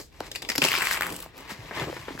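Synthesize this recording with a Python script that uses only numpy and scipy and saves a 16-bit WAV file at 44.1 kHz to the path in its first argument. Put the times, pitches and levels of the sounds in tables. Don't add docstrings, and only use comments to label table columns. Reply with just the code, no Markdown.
import sys
import numpy as np
from scipy import signal
from scipy.fft import rfft, irfft, next_fast_len
from scipy.io import wavfile
from scipy.ndimage import uniform_filter1d, map_coordinates

SR = 44100
rng = np.random.default_rng(int(sys.argv[2]) if len(sys.argv) > 2 else 0)


def output_pcm(signal):
    pcm = np.clip(np.atleast_2d(signal).T, -1, 1) * 32767
    wavfile.write(sys.argv[1], SR, np.round(pcm).astype(np.int16))


N = 97020


def amp(db):
    return 10 ** (np.asarray(db) / 20)


def unit(x):
    return x / np.sqrt(np.mean(x ** 2) + 1e-20)


def along(points, hz):
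    f, values = np.transpose(points)
    return np.interp(np.log(hz + 1), np.log(f + 1), values)


def envelopes(rows, fade_s=0.0075):
    times, *levels = np.transpose(rows)
    t = np.arange(N) / SR
    gate = np.exp(-np.abs(t - np.clip(t, times[0], times[-1])) / fade_s)
    return [gate * amp(np.interp(t, times, db)) for db in levels]


def filtered(x, response):
    size = next_fast_len(N + SR // 2)
    return irfft(rfft(x, size) * response(np.fft.rfftfreq(size, 1 / SR)), size)[..., :N]


def coloured(x, points, size=4096):
    magnitude = unit(amp(along(points, np.fft.rfftfreq(size, 1 / SR))))
    cepstrum = irfft(np.log(magnitude))
    cepstrum[1:size // 2] *= 2
    cepstrum[size // 2 + 1:] = 0
    return signal.fftconvolve(x, irfft(np.exp(rfft(cepstrum))))[:N]


def split(x, edge_hz=4500):
    low = filtered(x, lambda hz: 1 / (1 + (hz / edge_hz) ** 10))
    return low, x - low


def wobble(per_s):
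    return map_coordinates(rng.standard_normal(int(N * per_s / SR) + 4), [np.arange(N) * per_s / SR])


def gritty(per_s, rough_db):
    return unit(rng.standard_normal(N) * amp(rough_db * wobble(per_s)))


def add(track, start_s, x):
    part = track[int(start_s * SR):][:len(x)]
    part += x[:len(part)]


def burst(decay_s, rise_s=0.00013, rough_db=3):
    t = np.arange(SR // 10) / SR
    envelope = np.exp(-t / decay_s) * (1 - np.exp(-t / rise_s))
    clumps = amp(rough_db * unit(uniform_filter1d(rng.standard_normal(len(t)), size=24)))
    return unit(envelope * clumps * rng.standard_normal(len(t))) * np.sqrt(np.mean(envelope ** 2))


# f/Hz, coherence
COHERENCE = [(100, 0.85), (400, 0.49), (1500, 0.029), (4000, 0), (16000, 0)]
def diffuse(x):
    angle = lambda hz: np.arccos(np.clip(along(COHERENCE, hz), -1, 1)) / 2
    mid, side = filtered(x, lambda hz: np.array([np.cos(angle(hz)), np.sin(angle(hz))]))
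    return np.array([mid + side, mid - side])


# f/Hz, level/dB
ROOM_TONE = [(20, -43), (32, 2.5), (42, 1.5), (65, -7), (110, -8), (200, -19.5), (400, -17), (1000, -35),
             (4000, -31.5), (16000, -91)]
def room_tone():
    noise = diffuse(rng.standard_normal((2, N)))
    return unit(filtered(noise, lambda hz: amp(along(ROOM_TONE, hz))))


# f/Hz, T60/s
ROOM_T60 = [(150, 0.39), (500, 0.15), (1200, 0.18), (4000, 0.24), (14000, 0.12)]
# f/Hz, gain/dB
ROOM_COLOUR = [(100, -4), (500, -2), (1200, 1.5), (3000, 3), (16000, 1)]
def reverberation(x, first_wall_s=0.0041, gain_db=-10.5):
    wet, t = np.zeros((2, N)), np.arange(N) / SR
    moments, step_s = np.linspace(0, N / SR, num=12, retstep=True)
    for moment in moments:
        hz, age, spectra = signal.stft(rng.standard_normal((2, SR // 2)), SR, nperseg=256)
        decay = amp(-60 * age / along(ROOM_T60, hz)[:, None])
        tail = signal.istft(spectra * decay, SR, nperseg=256)[1]
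        tail *= np.arange(tail.shape[1]) / SR > first_wall_s
        crossfade = np.sqrt(np.clip(1 - np.abs(t - moment) / step_s, 0, 1))
        wet += signal.fftconvolve((crossfade * x)[None], tail / np.linalg.norm(tail[0]), axes=1)[:, :N]
    return amp(gain_db) * diffuse(filtered(wet, lambda hz: amp(along(ROOM_COLOUR, hz))))


# f/Hz, level/dB
SCATTER = [(100, -37), (600, -6.5), (1500, -15.5), (2800, 0), (5000, -7.5), (8000, -5.5), (16000, -24)]
# f/Hz, phase/rad
LEFT_LEAD = [(100, 0), (700, .35), (2100, .45), (2900, -.5), (4500, -1.3), (7000, -.3), (8000, 1),
             (9200, 3.1), (11500, 6.1), (12800, 6.5), (14200, 9.2), (16000, 10.2)]
# f/Hz, level/dB
LEFT_EXCESS = [(100, -1), (300, -1), (700, 3), (1300, 2), (2400, 6), (4400, 2), (8000, 0)]
def placed_in_room(x):
    sides = np.array([[0.5], [-0.5]])
    position = unit(np.tanh(2 * wobble(per_s=500)))
    wander = filtered(x * position, lambda hz: 1j * amp(along(SCATTER, hz)))
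    direct = filtered(x + 2 * sides * wander, lambda hz: np.exp(1j * sides * along(LEFT_LEAD, hz)))
    return filtered(direct + reverberation(x), lambda hz: amp(sides * along(LEFT_EXCESS, hz)))


# t/s, body level/dB, treble level/dB
GRIP_RUB = [(0, -40.5, -36.5), (.04, -68, -50.5), (.08, -79, -63), (.115, -67, -69), (.125, -56.5, -62),
            (.17, -54.5, -60), (.2, -56, -55), (.235, -45, -53.5), (.268, -44, -46.5), (.305, -57, -59),
            (.37, -51, -42), (.41, -78, -61), (.48, -74, -51.5), (.52, -35.5, -39), (.545, -49, -47),
            (.61, -56, -45)]
# t/s, body level/dB, treble level/dB
FREED_RUB = [(1.3, -56, -72), (1.33, -59, -69), (1.376, -50.5, -53), (1.47, -47.5, -59),
             (1.508, -38.5, -40), (1.56, -51, -57.5), (1.698, -46, -53), (1.716, -52, -57),
             (1.742, -41, -51), (1.772, -35, -44), (1.818, -35.5, -44.5), (1.88, -45, -50.5),
             (1.96, -45, -49.5), (2.076, -48.5, -55.5), (2.082, -40.5, -53.5), (2.128, -47.5, -53),
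             (2.184, -53.5, -55), (2.2, -29, -37.5)]
# f/Hz, level/dB
RUB_COLOUR = [(290, -10), (500, -4.5), (700, -4.5), (950, 3), (1300, -5), (2000, -0.5), (3000, -7.5),
              (5000, -11.5), (8000, -24), (12500, -22.5), (16000, -19.5)]
def friction(rows, gain_db):
    body_gain, treble_gain = envelopes(rows)
    body, treble = split(coloured(gritty(per_s=430, rough_db=1.5), RUB_COLOUR))
    return amp(gain_db) * (body_gain * unit(body) + treble_gain * unit(treble))


# t/s, level/dB
HELD_FLUTTER = [(0, -42.5), (.1, -93), (.19, -57), (.28, -51.5), (.33, -55), (.47, -46.5), (.6, -45.5),
                (.65, -32), (.71, -42.5), (.99, -48), (1.12, -40), (1.19, -48.5), (1.24, -51.5), (1.3, -60)]
# t/s, bass level/dB, low-middle level/dB
FREED_FLUTTER = [(1.3, -81, -71), (1.345, -65, -53), (1.379, -64, -43.5), (1.45, -66, -51),
                 (1.515, -49.5, -63), (1.56, -58, -50), (1.62, -55, -50), (1.675, -46.5, -47),
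                 (1.74, -58, -48.5), (1.816, -34, -28.5), (1.85, -43, -42), (1.895, -43, -36),
                 (1.92, -42, -54), (2.0, -47, -51.5), (2.07, -50, -57), (2.105, -40, -48), (2.2, -51, -43)]
# f/Hz, level/dB
FLUTTER_COLOUR = [(40, -13), (90, -9), (170, -0.5), (230, -8.5), (290, 0.5), (390, -1), (480, -3.5),
                  (700, -8), (1200, -9.5), (3000, -75)]
def flutter(freed_db=-3.5):
    flexing = unit(coloured(gritty(per_s=70, rough_db=3.5), FLUTTER_COLOUR))
    bass, middle = split(flexing, edge_hz=165)
    bass_gain, middle_gain = envelopes(FREED_FLUTTER)
    freed = bass_gain * unit(bass) + middle_gain * unit(middle)
    return envelopes(HELD_FLUTTER)[0] * flexing + amp(freed_db) * freed


# t/s, level/dB, decay time/s
CREASES = [(1.261, -27, 0.0017), (1.505, -24.5, 0.0071), (1.71, -27, 0.013), (1.773, -20.5, 0.0057),
           (1.819, -20, 0.0045), (1.835, -30.5, .004), (1.928, -25.5, 0.0021), (1.965, -20.5, 0.005),
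           (2.0826, -20, 0.0037), (2.176, -21.5, 0.0021)]
# f/Hz, level/dB
CREASE_COLOUR = [(100, -2.5), (400, 7), (900, 4.5), (1900, 4), (3000, -16.5), (6000, -29), (16000, -44)]
def creases(gain_db=-5):
    track = np.zeros(N)
    for start, db, decay_s in CREASES:
        add(track, start, amp(db + gain_db) * burst(decay_s, rise_s=0.00029, rough_db=2.5))
    return coloured(track, CREASE_COLOUR)


# t/s, level/dB, final f/Hz, downward sweep/Hz, decay time/s
BUCKLES = [(0.2068, -21, 260, 1000, 0.0027), (0.493, -34, 227, 600, 0.0082), (0.583, -32, 128, 900, 0.006),
           (.586, -21.5, 284, 200, 0.0077), (0.6212, -23.5, 224, 1010, 0.0062),
           (0.628, -30.5, 153, 198, 0.018), (0.6489, -20.5, 390, 830, 0.0071),
           (0.777, -32, 356, 315, 0.0073), (1.517, -36.5, 203, 510, 0.0094), (1.591, -37.5, 112, 50, 0.022),
           (1.899, -27, 325, 300, 0.0026), (1.928, -29, 493, 298, 0.0047), (2.107, -33, 281, 300, 0.01),
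           (2.151, -33.5, 246, 300, 0.0039)]
def buckles(sweep_s=0.0011, gain_db=3):
    track, t = np.zeros(N), np.arange(SR // 10) / SR
    for start, db, hz, sweep_hz, decay_s in BUCKLES:
        cycles = hz * t + sweep_hz * sweep_s * (1 - np.exp(-t / sweep_s))
        add(track, start, amp(db + gain_db) * np.sin(2 * np.pi * cycles) * np.exp(-t / decay_s))
    return track


def ringing(x, ring_hz, ring_db=7, width_hz=650):
    rings = sum(signal.lfilter(*signal.iirpeak(hz, hz / width_hz, SR), x) for hz in ring_hz)
    return unit(x + amp(ring_db) * rings) * np.std(x)


# t/s, level/dB, treble gain/dB, decay time/s, lower ring f/Hz, upper ring f/Hz
RIPS = [(0.2043, -19, -3, 0.0015, 990, 5900), (0.3152, -24.5, 1.5, 0.0037, 3750, 4840),
        (0.3503, -28.5, 0, 0.0077, 2600, 4570), (0.358, -17, -2, 0.0034, 2650, 4400),
        (0.4205, -26, 4.5, 0.0022, 2100, 4700), (0.425, -20.5, -3, 0.0026, 3420, 7900),
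        (0.449, -29.5, -7, 0.0057, 2400, 3040), (0.488, -20, -4, 0.002, 4800, 5600),
        (0.4902, -16.5, 1, 0.0028, 1990, 5300), (0.4993, -15, 2, 0.0036, 2170, 4850),
        (0.504, -21, -6, 0.0033, 2080, 7430), (0.517, -18, -5, 0.0025, 2070, 5000),
        (.5538, -14.5, -4, 0.0021, 2000, 12300), (0.5585, -13.5, 0, 0.002, 4960, 12000),
        (0.58, -8, 1.5, 0.0024, 1150, 4850), (0.619, -11, -6.5, 0.0057, 2580, 4800),
        (0.625, -17, -10, 0.0036, 550, 2500), (0.639, -8.5, 0, 0.0028, 3000, 7950),
        (0.641, -9.5, -12, 0.0018, 3060, 4370), (0.6491, -11, 1, 0.004, 3000, 5400),
        (0.6616, -16, -10, 0.0012, 1300, 2830), (0.6685, -15, -12, 0.0028, 2740, 4700)]
# f/Hz, gain/dB
RIP_COLOUR = [(150, -18), (500, 4), (1100, -6.5), (2000, 1), (3300, -3.5), (5000, -0.5), (6500, -5),
              (8000, -10.5), (12000, -6.5), (16000, -8.5)]
def rips(crack_db=4, gain_db=-5):
    body, treble = np.zeros((2, N))
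    for start, db, treble_db, decay_s, *ring_hz in RIPS:
        fracture = burst(decay_s, rise_s=0.00023)
        fracture[0] += amp(crack_db)
        rip = amp(db) * ringing(fracture, ring_hz)
        add(body, start, rip)
        add(treble, start, amp(treble_db) * rip)
    return amp(gain_db) * coloured(split(body)[0] + split(treble)[1], RIP_COLOUR)


# t/s, level/dB, ring f/Hz
SNAPS = [(0.6864, -7.5, 2650), (0.709, -13, 2220), (0.718, -6.5, 2170), (0.7307, -9, 2910),
         (0.7402, -8.5, 1450), (0.7522, -9.5, 2480), (0.753, -11, 2230), (0.778, -15, 2650),
         (0.7847, -12.5, 1380), (0.7983, -21, 1600), (0.807, -22, 1700), (0.8208, -7.5, 2110),
         (0.8253, -9, 1750), (0.8444, -16.5, 2030), (0.862, -17.5, 2100), (0.871, -6.5, 1990),
         (0.9102, -12, 2260), (0.912, -8, 1680), (0.9234, -16, 1680), (0.9395, -14, 1980),
         (0.9445, -14.5, 1390), (0.956, -19, 2020), (0.975, -18, 2010), (1.0096, -7.5, 1570),
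         (1.0216, -7.5, 1990), (1.0326, -15, 2030), (1.0668, -15.5, 1600)]
# t/s, level/dB
TICKS = [(1.0672, -27), (1.124, -30), (1.164, -27), (1.2026, -30.5), (1.2253, -30.5), (1.245, -40.5),
         (1.369, -46), (1.379, -37), (1.406, -43)]
# f/Hz, level/dB
CRACK_COLOUR = [(1000, -17), (3500, -4), (8000, -8), (12500, -1.5), (16000, 7.5)]
def snaps(decay_s=0.00081, overtone_ratio=2.17, ring_db=-3, crack_db=-7.5, tick_db=7.5):
    rings, cracks = np.zeros((2, N))
    t = np.arange(SR // 50) / SR
    for start, db, hz in SNAPS:
        modes = np.sin(2 * np.pi * hz * t) + amp(-13.5) * np.sin(2 * np.pi * overtone_ratio * hz * t)
        ring = modes * np.exp(-t / decay_s) * (1 - np.exp(-t / 0.000095))
        add(rings, start, amp(db + ring_db) * ring / np.abs(ring).max())
        add(cracks, start, amp(db + crack_db) * burst(decay_s=0.0017))
    for start, db in TICKS:
        add(cracks, start, amp(db + tick_db) * burst(decay_s=0.0021))
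    return rings + coloured(cracks, CRACK_COLOUR)


def clicks(per_s, spread_db):
    chance, size = rng.random(N), rng.standard_normal(N)
    return unit((chance < per_s / SR) * rng.choice([-1, 1], N) * amp(spread_db * np.minimum(size, 2)))


# t/s, f/Hz
FLAP_RESONANCE = [(.62, 2880), (.76, 2130), (1.0, 1630), (1.3, 1377)]
def crackle(start_s, end_s, per_s=900, count=2500, pitch_spread=0.38, spread_db=5, decay_cycles=1.03):
    times = start_s + np.cumsum(rng.exponential(size=count)) / per_s
    detuning = np.exp(pitch_spread * rng.standard_normal(count))
    hz = np.interp(times, *np.transpose(FLAP_RESONANCE)) * detuning
    sizes = amp(spread_db * np.minimum(rng.standard_normal(count), 2))
    offsets = np.arange(SR // 200)
    cycles = hz[:, None] * offsets / SR
    rings = sizes[:, None] * np.sin(2 * np.pi * cycles) * np.exp(-cycles / decay_cycles)
    samples = (times * SR).astype(int)[:, None] + offsets
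    track = np.bincount(samples.ravel(), rings.ravel(), N)[:N]
    return track / np.std(track[int(start_s * SR):int(end_s * SR)])


# t/s, crackle and body level/dB, rasp level/dB, hiss level/dB
TEAR = [(.62, -29, -33, -27), (.645, -26.5, -37, -27.5), (.69, -36.5, -37, -33.5), (.74, -26, -33, -39.5),
        (.775, -33, -32, -35), (.82, -30, -48, -34), (.855, -31.5, -40, -31), (.9, -36.5, -40.5, -35.5),
        (.925, -34.5, -33.5, -26.5), (.97, -30.5, -49, -37), (1.002, -44, -52, -47),
        (1.025, -30.5, -55, -40), (1.08, -39.5, -50, -39), (1.14, -47, -51.5, -41),
        (1.24, -50.5, -57, -51.5), (1.3, -57, -72, -66)]
# f/Hz, level/dB
TEAR_COLOUR = [(290, -20), (500, -2), (800, -0.5), (1100, 10), (1400, -14.5), (2000, 3), (2800, 3.5),
               (3600, -9.5), (5000, -10), (6500, -16), (8000, -14.5), (10000, -14), (12500, -15),
               (16000, -12)]
def tear(clicks_db=-5, crackle_db=-1, body_db=-5, hiss_db=-1.5, tug_db=1.5):
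    low_gain, rasp_gain, hiss_gain = envelopes(TEAR, fade_s=0.0029)
    fibres = gritty(per_s=700, rough_db=3.5) + amp(clicks_db) * clicks(per_s=780, spread_db=4.5)
    body, treble = split(coloured(fibres, TEAR_COLOUR), edge_hz=3600)
    rasp, hiss = split(treble, edge_hz=6000)
    flap = split(crackle(TEAR[0][0], TEAR[-1][0]), edge_hz=750)[1]
    tugs = unit(amp(tug_db * wobble(per_s=220)))
    low = low_gain * (amp(crackle_db) * flap + amp(body_db) * unit(body))
    return tugs * (low + rasp_gain * unit(rasp)) + hiss_gain * amp(hiss_db) * unit(hiss)


def scene():
    fracture = rips() + snaps() + tear()
    bending = buckles() + creases() + flutter()
    rubbing = friction(GRIP_RUB, gain_db=-2.5) + friction(FREED_RUB, gain_db=0.5)
    return placed_in_room(fracture + bending + rubbing) + amp(-52) * room_tone()


# f/Hz, gain/dB
MICROPHONE = [(100, 0), (6000, -1.5), (8300, 5), (9500, -4.5), (10800, 0.5), (13000, -2), (14500, 1),
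              (15700, -2.5)]
def record(dry, low_hz=36, top_hz=16000):
    passband = lambda hz: (hz < top_hz) * (1 - 1 / (1 + (hz / low_hz) ** 6))
    return filtered(dry, lambda hz: amp(along(MICROPHONE, hz)) * passband(hz))


dry = scene()
out = record(dry)
output_pcm(out)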